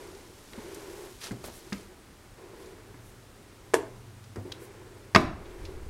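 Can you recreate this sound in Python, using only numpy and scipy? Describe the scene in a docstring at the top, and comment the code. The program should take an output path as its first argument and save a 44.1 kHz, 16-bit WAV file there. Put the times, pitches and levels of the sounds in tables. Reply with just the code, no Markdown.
"""A faint hiss and the drag of a door over carpet open the scene, as someone with a camera pushes the door.
Shaped noise makes the hiss, the dragging, the rustling clothes, the bang's deep boom and hand rumble.
Fading tones and noise bursts make the thudding feet and the small clicks; gritty noise makes the scuffs.
A hollow wooden knock and then a hard bang ring through the room, as quick contacts excite the wood.
A low drone grows meanwhile, and the camera's gain control turns down loud peaks."""
import sys
import numpy as np
from scipy import signal
from scipy.fft import rfft, irfft, next_fast_len
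from scipy.io import wavfile
from scipy.ndimage import uniform_filter1d, minimum_filter1d, map_coordinates

SR = 44100
rng = np.random.default_rng(int(sys.argv[2]) if len(sys.argv) > 2 else 0)


def wrap_up_sound(samples):
    """Save the sound to the file named by the first command line argument, as 16-bit audio."""
    columns = np.atleast_2d(samples).T
    # keep every value between -1 and 1, then stretch to whole-number steps
    tamed = np.clip(columns, -1, 1)
    steps = np.round(tamed * 32767).astype(np.int16)
    wavfile.write(sys.argv[1], SR, steps)


N = 259749  # length in samples


def amp(db):
    """Turn decibels into a gain."""
    return 10 ** (np.asarray(db) / 20)


def unit(x):
    """Scale a signal to an average (rms) level of 1."""
    return x / np.sqrt(np.mean(x ** 2) + 1e-20)


def along(points, hz):
    """Read a curve of (Hz, value) points on a logarithmic frequency axis."""
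    point_hz, values = np.transpose(points)
    return np.interp(np.log(hz + 1), np.log(point_hz + 1), values)


def wobble(rate):
    """A smooth random curve through `rate` random points a second."""
    points = rng.standard_normal(int(N * rate / SR) + 4)
    return map_coordinates(points, [np.arange(N) * rate / SR])


def colour(x, gain):
    """Filter a sound by a gain that depends on frequency, with no echo ahead of the sound."""
    m = 2 * next_fast_len(len(x))
    wanted = np.maximum(gain(np.fft.rfftfreq(m, 1 / SR)), 1e-6)
    # folding the cepstrum (the spectrum of the log gain) makes the filter act only forward in time
    cepstrum = irfft(np.log(wanted))
    cepstrum[1:m // 2] *= 2
    cepstrum[m // 2 + 1:] = 0
    return irfft(rfft(x, m) * np.exp(rfft(cepstrum)))[:len(x)]


def noise(spectrum):
    """Steady noise of rms 1, shaped by (Hz, dB) points."""
    m = next_fast_len(N)
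    gain = amp(along(spectrum, np.fft.rfftfreq(m, 1 / SR)))
    return unit(irfft(rfft(rng.standard_normal(m)) * gain, m)[:N])


def fade(t, t60):
    """Exponential decay that loses 60 dB in t60 seconds."""
    return np.exp(-np.log(1000) * t / t60)


def stroke(start, length, rise, t60):
    """Loudness curve that builds up, holds, then dies away."""
    t = np.arange(N) / SR - start
    return np.clip(t / rise, 0, 1) * fade(np.maximum(t - length, 0), t60)


def swells(rows):
    """Loudness curve of smooth movements, from rows of (peak s, dB, half-length s)."""
    t = np.arange(N) / SR
    return np.sqrt(sum(np.square(amp(db) * np.exp(-np.square((t - s) / half))) for s, db, half in rows))


def add(track, s, sound):
    """Mix a sound into the track from s seconds on."""
    part = track[round(s * SR):][:len(sound)]
    part += sound[:len(part)]


def in_room(x, wet_db):
    """Add the answer of the walls: fading noise in which each pitch range has its own decay."""
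    # Each row: frequency in Hz, strength of the room's answer in dB.
    walls = [(100, 0), (400, 2), (1200, -5), (3000, -3.5), (5000, -6.5), (8000, -6), (14000, 6.5)]
    # Each row: frequency in Hz, time to fade by 60 dB in seconds.
    decays = [(80, 0.53), (350, 0.37), (1000, 0.46), (2000, 0.38), (4000, 0.37), (7000, 0.34),
              (14000, 0.12)]
    hz, t, z = signal.stft(rng.standard_normal(len(x)), SR, nperseg=256)
    z = z * amp(along(walls, hz))[:, None] * fade(t, along(decays, hz)[:, None])
    tail = signal.istft(z, SR, nperseg=256)[1]
    tail = np.pad(tail / np.linalg.norm(tail), (round(.005 * SR), 0))  # the answer starts 5 ms late
    return x + amp(wet_db) * signal.fftconvolve(x, tail)[:len(x)]


def background():
    """Room tone and hiss, faint whines, and the next room's drone that grows as the door opens."""
    # Shape of the room tone and hiss. Each row: frequency in Hz, relative level in dB.
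    floor = [(15, -54), (25, -2), (64, -7.5), (102, -4.5), (148, -15.5), (174, -10), (276, -12),
             (414, -17.5), (834, -19.5), (929, -20.5), (1220, -20.5), (2090, -24.5), (2520, -26.5),
             (9460, -32), (15800, -41)]
    # Tones of the drone. Each row: pitch in Hz, relative level in dB.
    hum = [(97, -68), (119, -65)]
    # Faint whines in the microphone hiss. Each row: centre in Hz, level in dB.
    whines = [(7950, -81), (9550, -77.5), (13050, -83)]
    whine_width_hz = 140
    drone_shut_db, drone_open_db, door_open_s = -11.5, 9.5, 4.0
    t = np.arange(N) / SR
    drone = 0
    for hz, db in hum:
        level = amp(db + 4.4 * wobble(3.046))  # loudness and phase both waver
        drone = drone + level * np.sin(2 * np.pi * hz * t + 0.45 * wobble(26))
    drone_db = np.interp(t, [0, door_open_s], [drone_shut_db, drone_open_db])
    whine = 0
    for hz, db in whines:
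        whine = whine + amp(db) * unit(wobble(2 * whine_width_hz) * np.sin(2 * np.pi * hz * t))
    return amp(-53) * noise(floor) + amp(drone_db) * drone + whine


def drag(rough_db):
    """With each push the carpet pile catches unevenly on the door's edge and the hollow leaf hums."""
    # Each row: start in seconds, length in seconds, level in dB, time to coast down by 60 dB in seconds.
    pushes = [(-.04, 0.083, -45.5, 1.5), (0.512, 0.55, -45, 0.44), (1.197, 0.4, -54, 1.4),
              (1.633, 0.14, -52, 2), (2.357, 0.35, -49.5, 2.4), (3.317, 0.49, -59, 3.7),
              (4.435, 0.17, -49, 5.1), (5.317, .36, -47.5, 2.4)]
    # Shape of the rubbing sound. Each row: frequency in Hz, relative level in dB.
    rub = [(60, -24), (200, -34), (290, -10), (345, 2), (390, 1), (450, -5), (540, -10.5), (700, -17),
           (1000, -13.5), (1200, -21.5), (1450, -18.5), (1800, -21.5), (2250, -21.5), (3000, -31),
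           (8000, -43), (16000, -66)]
    push_rise_s = 0.038  # time for the door to get moving
    speed = np.max([amp(db) * stroke(s, length, push_rise_s, t60) for s, length, db, t60 in pushes], axis=0)
    return speed * unit(noise(rub) * amp(rough_db * wobble(70)))


def clothes(grain_db):
    """Cloth rustles and a sleeve swishes: noise with a fine grain that swells with each movement."""
    # Body movements. Each row: time of the peak in seconds, level in dB, half-length in seconds.
    rustles = [(.03, -56.5, 0.31), (.83, -53.5, 0.53), (1.3, -61, 0.062), (1.54, -54, 0.15),
               (1.76, -54, 0.099), (2.63, -60, 0.1), (5.65, -63, 0.074)]
    # Airy sleeve movements. Each row: time of the peak in seconds, level in dB, half-length in seconds.
    swishes = [(1.027, -60, 0.19), (1.463, -48, 0.02), (1.565, -53, 0.037), (2.618, -70, .05),
               (3.078, -62.5, .06), (4.635, -55.5, 0.033)]
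    # Shape of the rustle. Each row: frequency in Hz, relative level in dB.
    cloth = [(200, 9.5), (1000, -12), (3000, 1), (6000, 0.5), (11000, -4), (14000, -9), (16000, -26)]
    airy = [(500, -9), (3000, -12), (7000, -1), (12000, 1), (14500, -8), (16000, -7)]  # (Hz, dB)
    grain = amp(grain_db * wobble(250))
    rustling = swells(rustles) * unit(noise(cloth) * grain)
    swishing = swells(swishes) * unit(noise(airy) * grain)
    return rustling + swishing


def clicks(sharpness, wet_db):
    """Boards and fittings click: small hard contacts, each a noise burst in one broad resonance."""
    # Each row: start in seconds, level in dB, centre in Hz, time to fade by 60 dB in seconds.
    contacts = [(.149, -52, 4500, 0.043), (.5335, -40, 2400, 0.02), (.746, -43.5, 7400, 0.04),
                (1.3095, -42.5, 1540, 0.052), (1.317, -46.5, 6000, 0.036), (1.7235, -36, 1620, 0.1),
                (1.7275, -32.5, 4280, 0.031), (2.66, -54, 5000, .04), (2.943, -52, 1360, .04),
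                (4.2395, -50, 4430, .04), (4.3585, -44.5, 1370, 0.068), (4.359, -50.5, 5400, .04),
                (4.5195, -30.5, 2380, 0.02), (4.5225, -30.5, 3840, 0.016), (5.175, -38, 7000, 0.069),
                (5.203, -44, 7500, 0.17), (5.457, -52, 2770, 0.052), (5.507, -56, 2800, .05),
                (5.652, -43.5, 3420, 0.062)]
    t, out = np.arange(SR // 2) / SR, np.zeros(N)
    for s, db, hz, t60 in contacts:
        def band(f):
            detune = sharpness * (f / hz - hz / (f + 1))
            return 1 / (1 + detune ** 4) + 0.025

        # drop the first samples, where the filter is still filling up
        burst = unit(colour(rng.standard_normal(len(t) + 512), band))[512:]
        add(out, s, in_room(amp(db) * burst * fade(t, t60), wet_db))
    return out


def footsteps(tread_db, wet_db):
    """A soft sole thuds and sets the floorboard under it swinging."""
    # Each row: start in seconds, level in dB, board pitch in Hz, time for the board to fade by 60 dB in seconds.
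    steps = [(.578, -31, 227, 0.077), (1.3088, -26, 210, 0.097), (1.316, -33.5, 121.4, 0.26),
             (1.7234, -25, 200, 0.16), (2.943, -39, 280, 0.043), (4.359, -32, 347, 0.038),
             (4.368, -28.5, 400, 0.039), (4.3798, -33.5, 98, 0.6), (4.452, -30, 362, 0.065),
             (5.686, -35, 358, 0.064)]
    t, out = np.arange(SR // 2) / SR, np.zeros(N)
    sole = noise([(40, -19), (120, -3), (330, -3.5), (550, -12.5), (1000, -21.5), (3000, -41), (10000, -50)])
    onset = 1 - np.exp(-t / 0.00096)
    for s, db, hz, t60 in steps:
        board = np.sin(2 * np.pi * hz * t) * fade(t, t60)
        tread = amp(tread_db) * np.roll(sole, -round(s * SR))[:len(t)] * fade(t, 0.23)
        add(out, s, in_room(amp(db) * (board + tread) * onset, wet_db))
    return out


def scuffs(grain_db):
    """Soles and trouser legs slide in short strokes of gritty noise."""
    # Each row: time of the peak in seconds, level in dB, rise in seconds,
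    # time to fade by 60 dB in seconds, boost of the body below about 1 kHz in dB.
    slides = [(1.215, -41, 0.007, 0.3, -17), (1.242, -39, 0.0071, 0.14, -14), (1.262, -46.5, .012, 0.24, 5),
              (1.441, -44.5, 0.0015, 0.16, 12.5), (1.484, -59, 0.019, 0.18, 26.5)]
    # Shape of the sliding hiss. Each row: frequency in Hz, relative level in dB.
    sole = [(150, -2), (550, 4.5), (900, 3), (1400, 3), (2200, 0), (4200, 1), (7000, -3.5), (11000, -7),
            (16000, -20)]
    t, out = np.arange(SR // 2) / SR - .05, np.zeros(N)  # time 0 is the peak
    hiss = unit(noise(sole) * amp(grain_db * wobble(350)))
    for s, db, rise, t60, body_db in slides:
        slide = np.exp(np.minimum(t, 0) / rise) * fade(np.maximum(t, 0), t60)
        grain = colour(hiss[round(s * SR):][:len(t)], lambda hz: amp(body_db / (1 + (hz / 1000) ** 2)))
        add(out, s + t[0], amp(db) * slide * grain)
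    return out


def knock(blows, spectrum, modes, ring_db, chatter_db, chatter_t60, chatter_hz, wet_db):
    """Wood meets wood in a few quick contacts; the panel chatters briefly and its own tones ring on."""
    t, out = np.arange(SR // 2) / SR, np.zeros(N)
    for s, db, hard_hz in blows:
        # one clean push for the bass, a spray of tiny after-contacts for the treble
        spray = rng.standard_normal(len(t)) * fade(t, chatter_t60)
        push = amp(chatter_db) * colour(spray, lambda hz: hz / np.hypot(hz, chatter_hz))
        push[0] = 1
        # softer contacts give the wood less treble
        thud = colour(push, lambda hz: amp(along(spectrum, hz)) / np.hypot(1, (hz / hard_hz) ** 2))
        add(out, s, amp(db) * in_room(thud, wet_db))
    # the strongest contact sets the panel ringing
    s, db, _ = max(blows, key=lambda row: row[1])
    ring = 0
    for hz, level, t60 in modes:
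        ring = ring + amp(level) * fade(t, t60) * np.sin(2 * np.pi * (hz * t + rng.random()))
    add(out, s, amp(db + ring_db) * ring * (1 - np.exp(-t / 0.0014)))
    return out


def hollow_knock():
    """A hollow knock on the door leaf: quick contacts, a fairly long chatter and ringing tones."""
    # Contacts. Each row: start in seconds, relative level in dB, hardness in Hz (higher is brighter).
    leaf_blows = [(3.7374, 4.5, 6000), (3.7400, 3.5, 14000), (3.7422, 13.5, 12000)]
    # Shape of the thud. Each row: frequency in Hz, relative level in dB.
    leaf = [(40, -29), (110, -24), (220, -18.5), (305, -1), (400, 1), (560, -9), (660, -7), (790, -15.5),
            (1000, -8.5), (1350, -19.5), (1680, -12), (2500, -25), (4300, -32), (7500, -27.5), (11000, -32),
            (15000, -49)]
    # Ringing tones. Each row: pitch in Hz, relative level in dB, time to fade by 60 dB in seconds.
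    leaf_modes = [(276.6, -9, 0.3), (319.4, 3.5, 0.23), (396, -17, .16), (445, 8, 0.18), (648, -7, 0.3),
                  (847, -14.5, 0.48), (920, -2, 0.2), (1700, -2, 0.11)]
    return amp(16) * knock(leaf_blows, leaf, leaf_modes, ring_db=-58.5, chatter_db=-25.5,
                           chatter_t60=0.079, chatter_hz=2010, wet_db=-8.5)


def hard_bang():
    """The door bangs in a tight run of contacts with short chatter and many ringing tones."""
    # Contacts. Each row: start in seconds, relative level in dB, hardness in Hz (higher is brighter).
    bang_blows = [(5.1485, 5, 6000), (5.1505, 15, 3040), (5.153, 9, 9000), (5.1553, 5, 5000),
                  (5.1601, 20.5, 7100), (5.1619, 19, 2970), (5.167, 16.5, 1600)]
    # Shape of the thud. Each row: frequency in Hz, relative level in dB.
    bang = [(30, -25), (90, 5), (150, 2.5), (220, 3.5), (330, 1.5), (480, -8.5), (630, 1.5), (800, -3.5),
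            (1100, -2), (1700, -4), (2300, -8), (3200, -14.5), (5000, -13), (8000, -23.5), (15000, -38)]
    # Ringing tones. Each row: pitch in Hz, relative level in dB, time to fade by 60 dB in seconds.
    bang_modes = [(69.4, -4.5, 0.53), (127, -1.5, 0.36), (199.5, 7.5, 0.17), (256, 3.5, 0.32),
                  (317, 5, 0.34), (355.5, 4.5, 0.29), (403, 1, 0.23), (448, -2, 0.27), (638, 5, 0.19),
                  (1020, -2, 0.33), (1204, 6, 0.14), (1250, -9, 0.14), (1500, -6, 0.14), (1870, 1.5, 0.15),
                  (2246, -8, 0.18)]
    return amp(8.0) * knock(bang_blows, bang, bang_modes, ring_db=-48.5, chatter_db=-18.0,
                            chatter_t60=0.019, chatter_hz=2010, wet_db=-4.5)


def latch(wet_db):
    """The latch and stiff parts at the door's edge clack with the bang: tones that die almost at once."""
    # Each row: start in seconds, level in dB, pitch in Hz, time to fade by 60 dB in seconds.
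    clacks = [(5.1488, -8, 1870, 0.017), (5.1495, -9, 4860, 0.0079), (5.1602, 2, 1203, 0.02),
              (5.1598, -4, 3370, 0.011), (5.1607, -4.5, 2200, 0.019)]
    t, out = np.arange(SR // 2) / SR, np.zeros(N)
    for s, db, hz, t60 in clacks:
        add(out, s, in_room(amp(db) * np.sin(2 * np.pi * hz * t) * fade(t, t60), wet_db))
    return out


def low_rumbles():
    """Low noise that starts fast and dies away: first the bang's deep boom, then hands jolting the camera."""
    # The first row is the boom, the others are the hands.
    # Each row: start in seconds, level in dB, time to fade by 60 dB in seconds.
    rumbles = [(5.17, -34, 1.32), (5.595, -35.5, 0.38), (5.73, -43.5, .6), (5.81, -39.5, 0.5)]
    rise_s, hold_s = .02, 0.025
    loudness = sum(amp(db) * stroke(s, hold_s, rise_s, t60) for s, db, t60 in rumbles)
    return loudness * noise([(15, -5.5), (40, -7.5), (75, -6.5), (130, -23.5), (400, -36.5), (2000, -87)])


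def scene():
    """Everything that reaches the camera's one microphone."""
    door = drag(rough_db=1.0) + hollow_knock() + hard_bang() + latch(wet_db=-14)
    feet = footsteps(tread_db=-13, wet_db=-14) + scuffs(grain_db=1.5)
    small_clicks = clicks(sharpness=0.96, wet_db=-8.5)
    return (background() + door + clothes(grain_db=1.1) + small_clicks + feet + low_rumbles())[None]


def gain_control(x, threshold_db, release_db, attack):
    """Peaks over the threshold pull the gain down; it returns by release_db a second."""
    over = np.maximum(20 * np.log10(np.abs(x) + 1e-9) - threshold_db, 0)
    # a running maximum on a rising ramp holds each peak and lets it go at a steady rate
    ramp = release_db * np.arange(N) / SR
    cut = np.maximum.accumulate(over + ramp, axis=-1) - ramp
    # the gain follows with a lag of `attack` seconds
    pole = np.exp(-1 / (attack * SR))
    return x * amp(-signal.lfilter([1 - pole], [1, -pole], cut))


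def record(dry):
    """The camera rides its gain, limits the last peaks and cuts the highest treble."""
    x = gain_control(dry, threshold_db=1.5, release_db=29.5, attack=0.01)
    safe_gain = minimum_filter1d(1 / np.maximum(np.abs(x), 1), size=41)
    x = x * uniform_filter1d(safe_gain, size=41)
    top_hz = 15850
    return signal.sosfilt(signal.ellip(12, .1, 70, top_hz, fs=SR, output="sos"), x)


dry = scene()
out = record(dry)
wrap_up_sound(out)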